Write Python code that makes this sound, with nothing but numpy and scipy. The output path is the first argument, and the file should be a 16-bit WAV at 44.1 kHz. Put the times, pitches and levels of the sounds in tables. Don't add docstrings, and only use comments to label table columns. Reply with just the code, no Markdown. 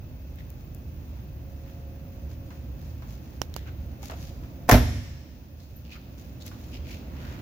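import sys
import numpy as np
from scipy import signal
from scipy.fft import rfft, irfft, next_fast_len
from scipy.io import wavfile
from scipy.ndimage import uniform_filter1d, map_coordinates

SR = 44100
rng = np.random.default_rng(int(sys.argv[2]) if len(sys.argv) > 2 else 0)


def persist_wave(psi):
    counts = np.round(np.clip(psi, -1, 1) * 32767).astype(np.int16)
    wavfile.write(sys.argv[1], SR, np.atleast_2d(counts).T)


N = 327129
TIME = np.arange(N) / SR
AGE = TIME[:SR]

# time_s, rumble_db, duct_db
AIR_LEVELS = [(0, -39.5, -50), (3.2, -38, -48), (4.599, -38.5, -47), (5.2, -40, -48), (5.7, -43, -51.5),
              (6.7, -39.5, -46), (7.4, -38.5, -44)]
# frequency_hz, level_db
RUMBLE_SPECTRUM = [(15, -8), (30, -17.5), (48, -7.5), (74, 2), (92, -8.5), (115, -7), (160, -12.5),
                   (220, -30.5), (400, -95)]
DUCT_SPECTRUM = [(90, -8.5), (170, -3.5), (245, 1), (320, -4.5), (430, -14), (545, -10), (750, -17),
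                 (1200, -23.5), (2500, -28), (6000, -52)]
HISS_SPECTRUM = [(300, 1), (1500, 2), (2300, -8.5), (2560, 11.5), (2850, 2), (6500, 0.5), (8500, -23),
                 (10500, -10), (12500, -3), (14100, -2.5), (15000, 17), (15900, -1)]
# pitch_hz, level_db
FAN_TONES = [(543.7, 3), (694, -3)]
# peak_s, level_db, half_length_s
FAN_ANTINODES = [(1.95, -60.5, 0.53), (4.5, -61.5, 0.63), (7.45, -63.5, .2)]
# frequency_hz, correlation
COHERENCE = [(100, 0.97), (500, 0.75), (1200, -0.25), (2200, 0.056), (4000, -0.18), (7000, 0.03)]
# frequency_hz, level_db
HALL_SPECTRUM = [(30, -6), (52, -2), (80, 10), (170, 3), (400, 1.5), (750, -0.5), (1100, -5.5), (1800, -3),
                 (3000, 1), (4500, 1.5), (5350, 1), (6500, -1.5), (9000, 0), (15000, 0)]
# frequency_hz, t60_s
HALL_DECAY = [(60, 1.14), (250, 0.82), (700, 0.61), (2000, 1.21), (5500, 1.36), (9000, 1.15), (15000, 0.36)]

# peak_s, level_db, half_length_s
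SLEEVE_STROKES = [(2.32, -59, 0.016), (2.852, -66.5, 0.066), (3.114, -58, 0.037), (4.05, -49.5, 0.025),
                  (4.23, -52, 0.046), (5.62, -66, 0.025), (6.201, -59, 0.016), (6.472, -47.5, 0.015),
                  (6.66, -61.5, 0.072), (6.92, -54, .04)]
# frequency_hz, level_db
CLOTH_SPECTRUM = [(300, -13), (1500, -3), (4500, -1.5), (6700, -0.5), (8600, -20), (11500, -6.5),
                  (15500, -10)]
# peak_s, level_db, half_length_s
SOLE_DRAGS = [(1.17, -63, 0.056), (1.697, -59.5, .04), (7.267, -50.5, 0.11)]
# peak_s, level_db,
# half_length_s, pitch_hz
SOLE_TWISTS = [(0.398, -56.5, 0.017, 1920), (3.59, -57, 0.043, 1920), (3.678, -47, .013, 1400),
               (5.621, -63, 0.036, 4340), (5.865, -56.5, .014, 2750), (5.931, -47, 0.023, 2500),
               (5.96, -48.5, .014, 1310), (6.419, -52, .014, 4000), (6.749, -48, .02, 2740),
               (6.908, -48.5, 0.042, 2420)]
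# start_s, level_db
FOOTFALLS = [(2.505, -51), (3.022, -52), (4.097, -45), (4.435, -55), (6.515, -50)]
# start_s, level_db, pitch_hz
FINGER_TICKS = [(.358, -46, 11400), (.503, -38.5, 12600), (.748, -39.5, 12300), (3.5409, -32, 5210),
                (6.465, -36, 9350)]
# start_s, ring_db, snap_db, knock_db
HOUSING_CLICKS = [(3.4173, -21.5, -28, -10.5), (3.5640, -45, -29, -16)]
# pitch_hz, level_db, t60_s
HOUSING_MODES = [(3000, -4, 0.0073), (4650, -12, 0.0089), (5630, 1, 0.0088), (6300, -31, 0.0083),
                 (13300, -4.5, 0.0028)]

# start_s, level_db, pitch_hz
HINGE_SLIPS = [(4.029, -38, 815), (4.097, -33.5, 623), (4.116, -32, 625), (4.133, -36, 680)]
# start_s, crack_db, latch_db, shell_db
DOOR_CONTACTS = [(4.681, -44, -55.5, -40.5), (4.69, -17, -17, -25.5), (4.6938, -11, -19, -22.5),
                 (4.6979, -26.5, -13, -31), (4.7125, -8.5, -35, -16.5), (4.7194, -18.5, -27, -17),
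                 (4.727, -18, -41, -22.5), (4.7407, -23.5, -22, -20)]
# frequency_hz, level_db
CRACK_SPECTRUM = [(300, -1.5), (1800, 11), (3200, -15.5), (6000, 0.5), (7400, -5), (8700, -18.5),
                  (11000, -7.5), (13000, -7), (16000, -7.5)]
SHELL_SPECTRUM = [(100, -25), (300, -2.5), (620, 1.5), (850, -1.5), (1150, -5), (1400, -4.5), (1850, -4.5),
                  (2700, -11), (4000, -14), (6000, -15.5), (8700, -30.5), (12500, -16), (16000, -29)]
# pitch_hz, level_db, t60_s
LATCH_MODES = [(591, -33.5, 0.059), (714, 3.5, 0.068), (846, 0, 0.077), (988, -9.5, 0.08),
               (1040, -5.5, 0.092), (1353, -9, .14), (1400, -21, 0.075), (1770, -15.5, 0.041),
               (1857, -18, 0.15), (2176, -29, 0.17)]
# start_s, level_db, rise_s, direction
SEAL_PUSHES = [(4.7186, -3.5, 0.014, -1), (4.7238, -2, .012, 1), (4.745, -12.5, 0.0023, 1)]
# pitch_hz, level_db, t60_s
CABIN_MODES = [(41, -16, .28), (54.7, -3, .2), (73.9, -19, 0.74), (85.4, -1, 0.055), (105.4, -4.5, 0.16),
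               (123.7, -6.5, 0.16), (214.8, 0.5, 0.13), (244.8, -7, 0.17), (278.7, -29.5, 0.53),
               (344.5, -24.5, 0.49), (392.5, -15, 0.12), (585, -9.5, 0.15), (623.5, -8, 0.087),
               (664, -22.5, 0.19)]
# frequency_hz, left_minus_right_db
DOOR_BALANCE = [(60, -2), (700, -0.5), (1300, -3), (2400, 1), (4400, -1), (8000, 7), (15000, 8.5)]

# frequency_hz, gain_db
MICROPHONE_DIP = [(7000, 0), (8600, -16.5), (11000, -2.5), (15000, 1.5)]
BASS_CUT = [(10, -23.5), (24, -18), (36, 0.5)]


def amp(db):
    return 10 ** (np.asarray(db) / 20)


def unit(x):
    return x / np.sqrt(np.mean(x ** 2) + 1e-20)


def along(points, hz):
    knots_hz, values = np.transpose(points)
    return np.interp(np.log(hz + 1), np.log(knots_hz + 1), values)


def spectrum(points):
    return lambda hz: amp(along(points, hz))


def resonance(centre_hz, q):
    dip = spectrum(MICROPHONE_DIP)
    return lambda hz: dip(hz) / np.sqrt(1 + q ** 2 * (hz / centre_hz - centre_hz / (hz + 1)) ** 2)


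def decay(t60_s):
    return np.exp(-np.log(1000) * AGE / t60_s)


def rise(time_s):
    return 1 - np.exp(-AGE / time_s)


def swell(t, half_s):
    width_s = half_s * np.where(t < 0, 0.84, 1.07)
    return np.exp(-0.5 * (t / width_s) ** 2)


def swells(rows):
    return sum(amp(db) * swell(TIME - peak_s, half_s) for peak_s, db, half_s in rows)


def wobble(knots_per_s):
    return map_coordinates(rng.standard_normal(int(N * knots_per_s / SR) + 4), [TIME * knots_per_s])


def lagged(x, time_s):
    keep = np.exp(-1 / (time_s * SR))
    return signal.lfilter([1 - keep], [1, -keep], x)


def pan(left_minus_right_db):
    return amp(np.array([[0.5], [-0.5]]) * left_minus_right_db)


def narrowed(x, width):
    mid = x.mean(0)
    return mid + width * (x - mid)


def add(track, start_s, sound):
    start = round(start_s * SR)
    track[:, start:start + sound.shape[-1]] += sound[..., :N - start]


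def filtered(x, response):
    size = next_fast_len(x.shape[-1] + SR // 2)
    hz = np.fft.rfftfreq(size, 1 / SR)
    return irfft(rfft(x, size) * response(hz), size)[..., :x.shape[-1]]


def noise(colour, size=SR):
    def mid_and_side(hz):
        angle = np.arccos(np.clip(along(COHERENCE, hz), -1, 1)) / 2
        return colour(hz) * np.array([np.cos(angle), np.sin(angle)])
    mid, side = filtered(rng.standard_normal((2, size)), mid_and_side)
    return unit(np.array([mid + side, mid - side]))


def friction(colour, grit_db, size=N):
    grains = unit(uniform_filter1d(rng.standard_normal(size), size=130))
    return unit(amp(grit_db * grains) * noise(colour, size))


def ring(modes):
    return sum(amp(db) * decay(t60_s) * np.sin(2 * np.pi * hz * AGE) for hz, db, t60_s in modes)


def tick(pitch_hz, q, t60_s):
    return noise(resonance(pitch_hz, q)) * decay(t60_s)


def ventilation():
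    times_s, rumble_db, duct_db = np.transpose(AIR_LEVELS)
    rumble_gain = amp(np.interp(TIME, times_s, rumble_db) + 1.06 * wobble(7))
    rumble = rumble_gain * noise(spectrum(RUMBLE_SPECTRUM), N)
    duct = amp(np.interp(TIME, times_s, duct_db)) * noise(spectrum(DUCT_SPECTRUM), N)
    fan = np.zeros(N)
    for hz, db in FAN_TONES:
        fan += amp(db + 1.44 * wobble(4.3)) * np.sin(2 * np.pi * hz * TIME + 0.5 * wobble(6.7))
    return pan(-2) * (rumble + duct + swells(FAN_ANTINODES) * fan)


def microphone_hiss():
    return pan(0.62) * amp(-60) * noise(spectrum(HISS_SPECTRUM), N)


def hall(x):
    hz, age_s, bands = signal.stft(noise(spectrum(HALL_SPECTRUM)), SR, nperseg=256)
    damping = np.exp(-np.log(1000) * age_s / along(HALL_DECAY, hz)[:, None])
    _, tail = signal.istft(bands * damping, SR, nperseg=256)
    tail = tail[:, :SR] * rise(0.007)
    return signal.fftconvolve(x, tail / np.linalg.norm(tail[0]), axes=1)[:, :N]


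def clothes():
    fidget = amp(-68.5 + 2.5 * wobble(6.7))
    return pan(1.5) * (swells(SLEEVE_STROKES) + fidget) * friction(spectrum(CLOTH_SPECTRUM), grit_db=3)


def sole(pitch_hz):
    lower, upper = resonance(pitch_hz, q=4.5), resonance(1.75 * pitch_hz, q=4.5)
    return lambda hz: np.hypot(lower(hz), amp(-7.5) * upper(hz))


def shoes():
    out = swells(SOLE_DRAGS) * friction(resonance(1480, q=1.14), grit_db=2.5)
    for peak_s, db, half_s, hz in SOLE_TWISTS:
        lead_s = 4 * half_s
        rubbing = friction(sole(hz), grit_db=3.5, size=SR)
        add(out, peak_s - lead_s, amp(db) * swell(AGE - lead_s, half_s) * rubbing)
    heel_tap = amp(3.5) * decay(0.018)
    footfall = heel_tap + rise(0.0026) * decay(0.24)
    for start_s, db in FOOTFALLS:
        add(out, start_s, amp(db) * noise(resonance(1150, q=1.5)) * footfall)
    return out


def metal_ping():
    out = np.zeros((2, N))
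    add(out, start_s=5.762, sound=amp(-47) * decay(0.14) * np.sin(2 * np.pi * 13450 * AGE))
    return out


def fingers():
    out = np.zeros((2, N))
    for start_s, db, hz in FINGER_TICKS:
        add(out, start_s, amp(db) * tick(hz, q=2, t60_s=0.0063))
    return pan(10) * out


def housing():
    out = np.zeros((2, N))
    snap_envelope = decay(0.006) + amp(-21.5) * decay(0.12)
    for start_s, ring_db, snap_db, knock_db in HOUSING_CLICKS:
        snap = amp(snap_db) * noise(resonance(3100, q=0.33)) * snap_envelope
        ringing = amp(ring_db) * ring(HOUSING_MODES)
        knock = amp(knock_db - 1.5) * decay(0.0018) * np.sin(2 * np.pi * 850 * AGE)
        add(out, start_s, pan(-16.5) * snap + pan(-9) * ringing + pan(-20) * knock)
    return out


def hinge():
    out = np.zeros((2, N))
    for start_s, db, hz in HINGE_SLIPS:
        rough_tone = 0.68 * np.sin(2 * np.pi * hz * AGE) + 0.8 * noise(resonance(hz, q=1.52))
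        add(out, start_s, amp(db) * rough_tone * rise(0.0019) * decay(0.052))
    return out


def hinge_spring(start_s=4.03, gap_s=0.027, loss_db=2):
    out = np.zeros((2, N))
    for k in range(4):
        add(out, start_s + k * gap_s, amp(-37 - k * loss_db) * tick(6500, q=1.4, t60_s=0.0081))
    return pan(11) * out


def door():
    out = np.zeros((2, N))
    latch, cabin = ring(LATCH_MODES), ring(CABIN_MODES)
    for start_s, crack_db, latch_db, shell_db in DOOR_CONTACTS:
        crack = amp(crack_db) * noise(spectrum(CRACK_SPECTRUM)) * decay(0.032)
        shell = amp(shell_db) * noise(spectrum(SHELL_SPECTRUM)) * rise(0.001) * decay(0.22)
        add(out, start_s, narrowed(crack, 0.85) + narrowed(shell, 0.67) + amp(latch_db) * latch)
    trim = amp(-46) * noise(resonance(5300, q=14)) * decay(1.3)
    add(out, start_s=4.7125, sound=trim)
    for start_s, db, rise_s, direction in SEAL_PUSHES:
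        add(out, start_s, direction * amp(db) * cabin * rise(rise_s))
    return filtered(out, lambda hz: pan(along(DOOR_BALANCE, hz)))


def scene():
    slam = door()
    small_sounds = fingers() + metal_ping() + shoes() + clothes() + hinge() + hinge_spring()
    direct = slam + small_sounds + housing()
    reverberation = hall(amp(-12) * slam + amp(-10.5) * small_sounds)
    return direct + reverberation + ventilation() + microphone_hiss()


def gain_control(x, threshold_db=-28.5, pull=0.38):
    power = lagged(np.mean(x ** 2, axis=0), time_s=0.34)
    excess_db = 10 * np.log10(np.maximum(power / amp(threshold_db) ** 2, 1))
    return x * amp(-pull * lagged(excess_db, time_s=0.32))


def record(dry):
    ceiling, band_limit_hz = 0.95, 15950
    compressed = gain_control(filtered(dry, spectrum(BASS_CUT)))
    rounded = compressed / (1 + np.abs(compressed / ceiling) ** 6) ** (1 / 6)
    return filtered(rounded, lambda hz: hz < band_limit_hz)


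dry = scene()
out = record(dry)
persist_wave(out)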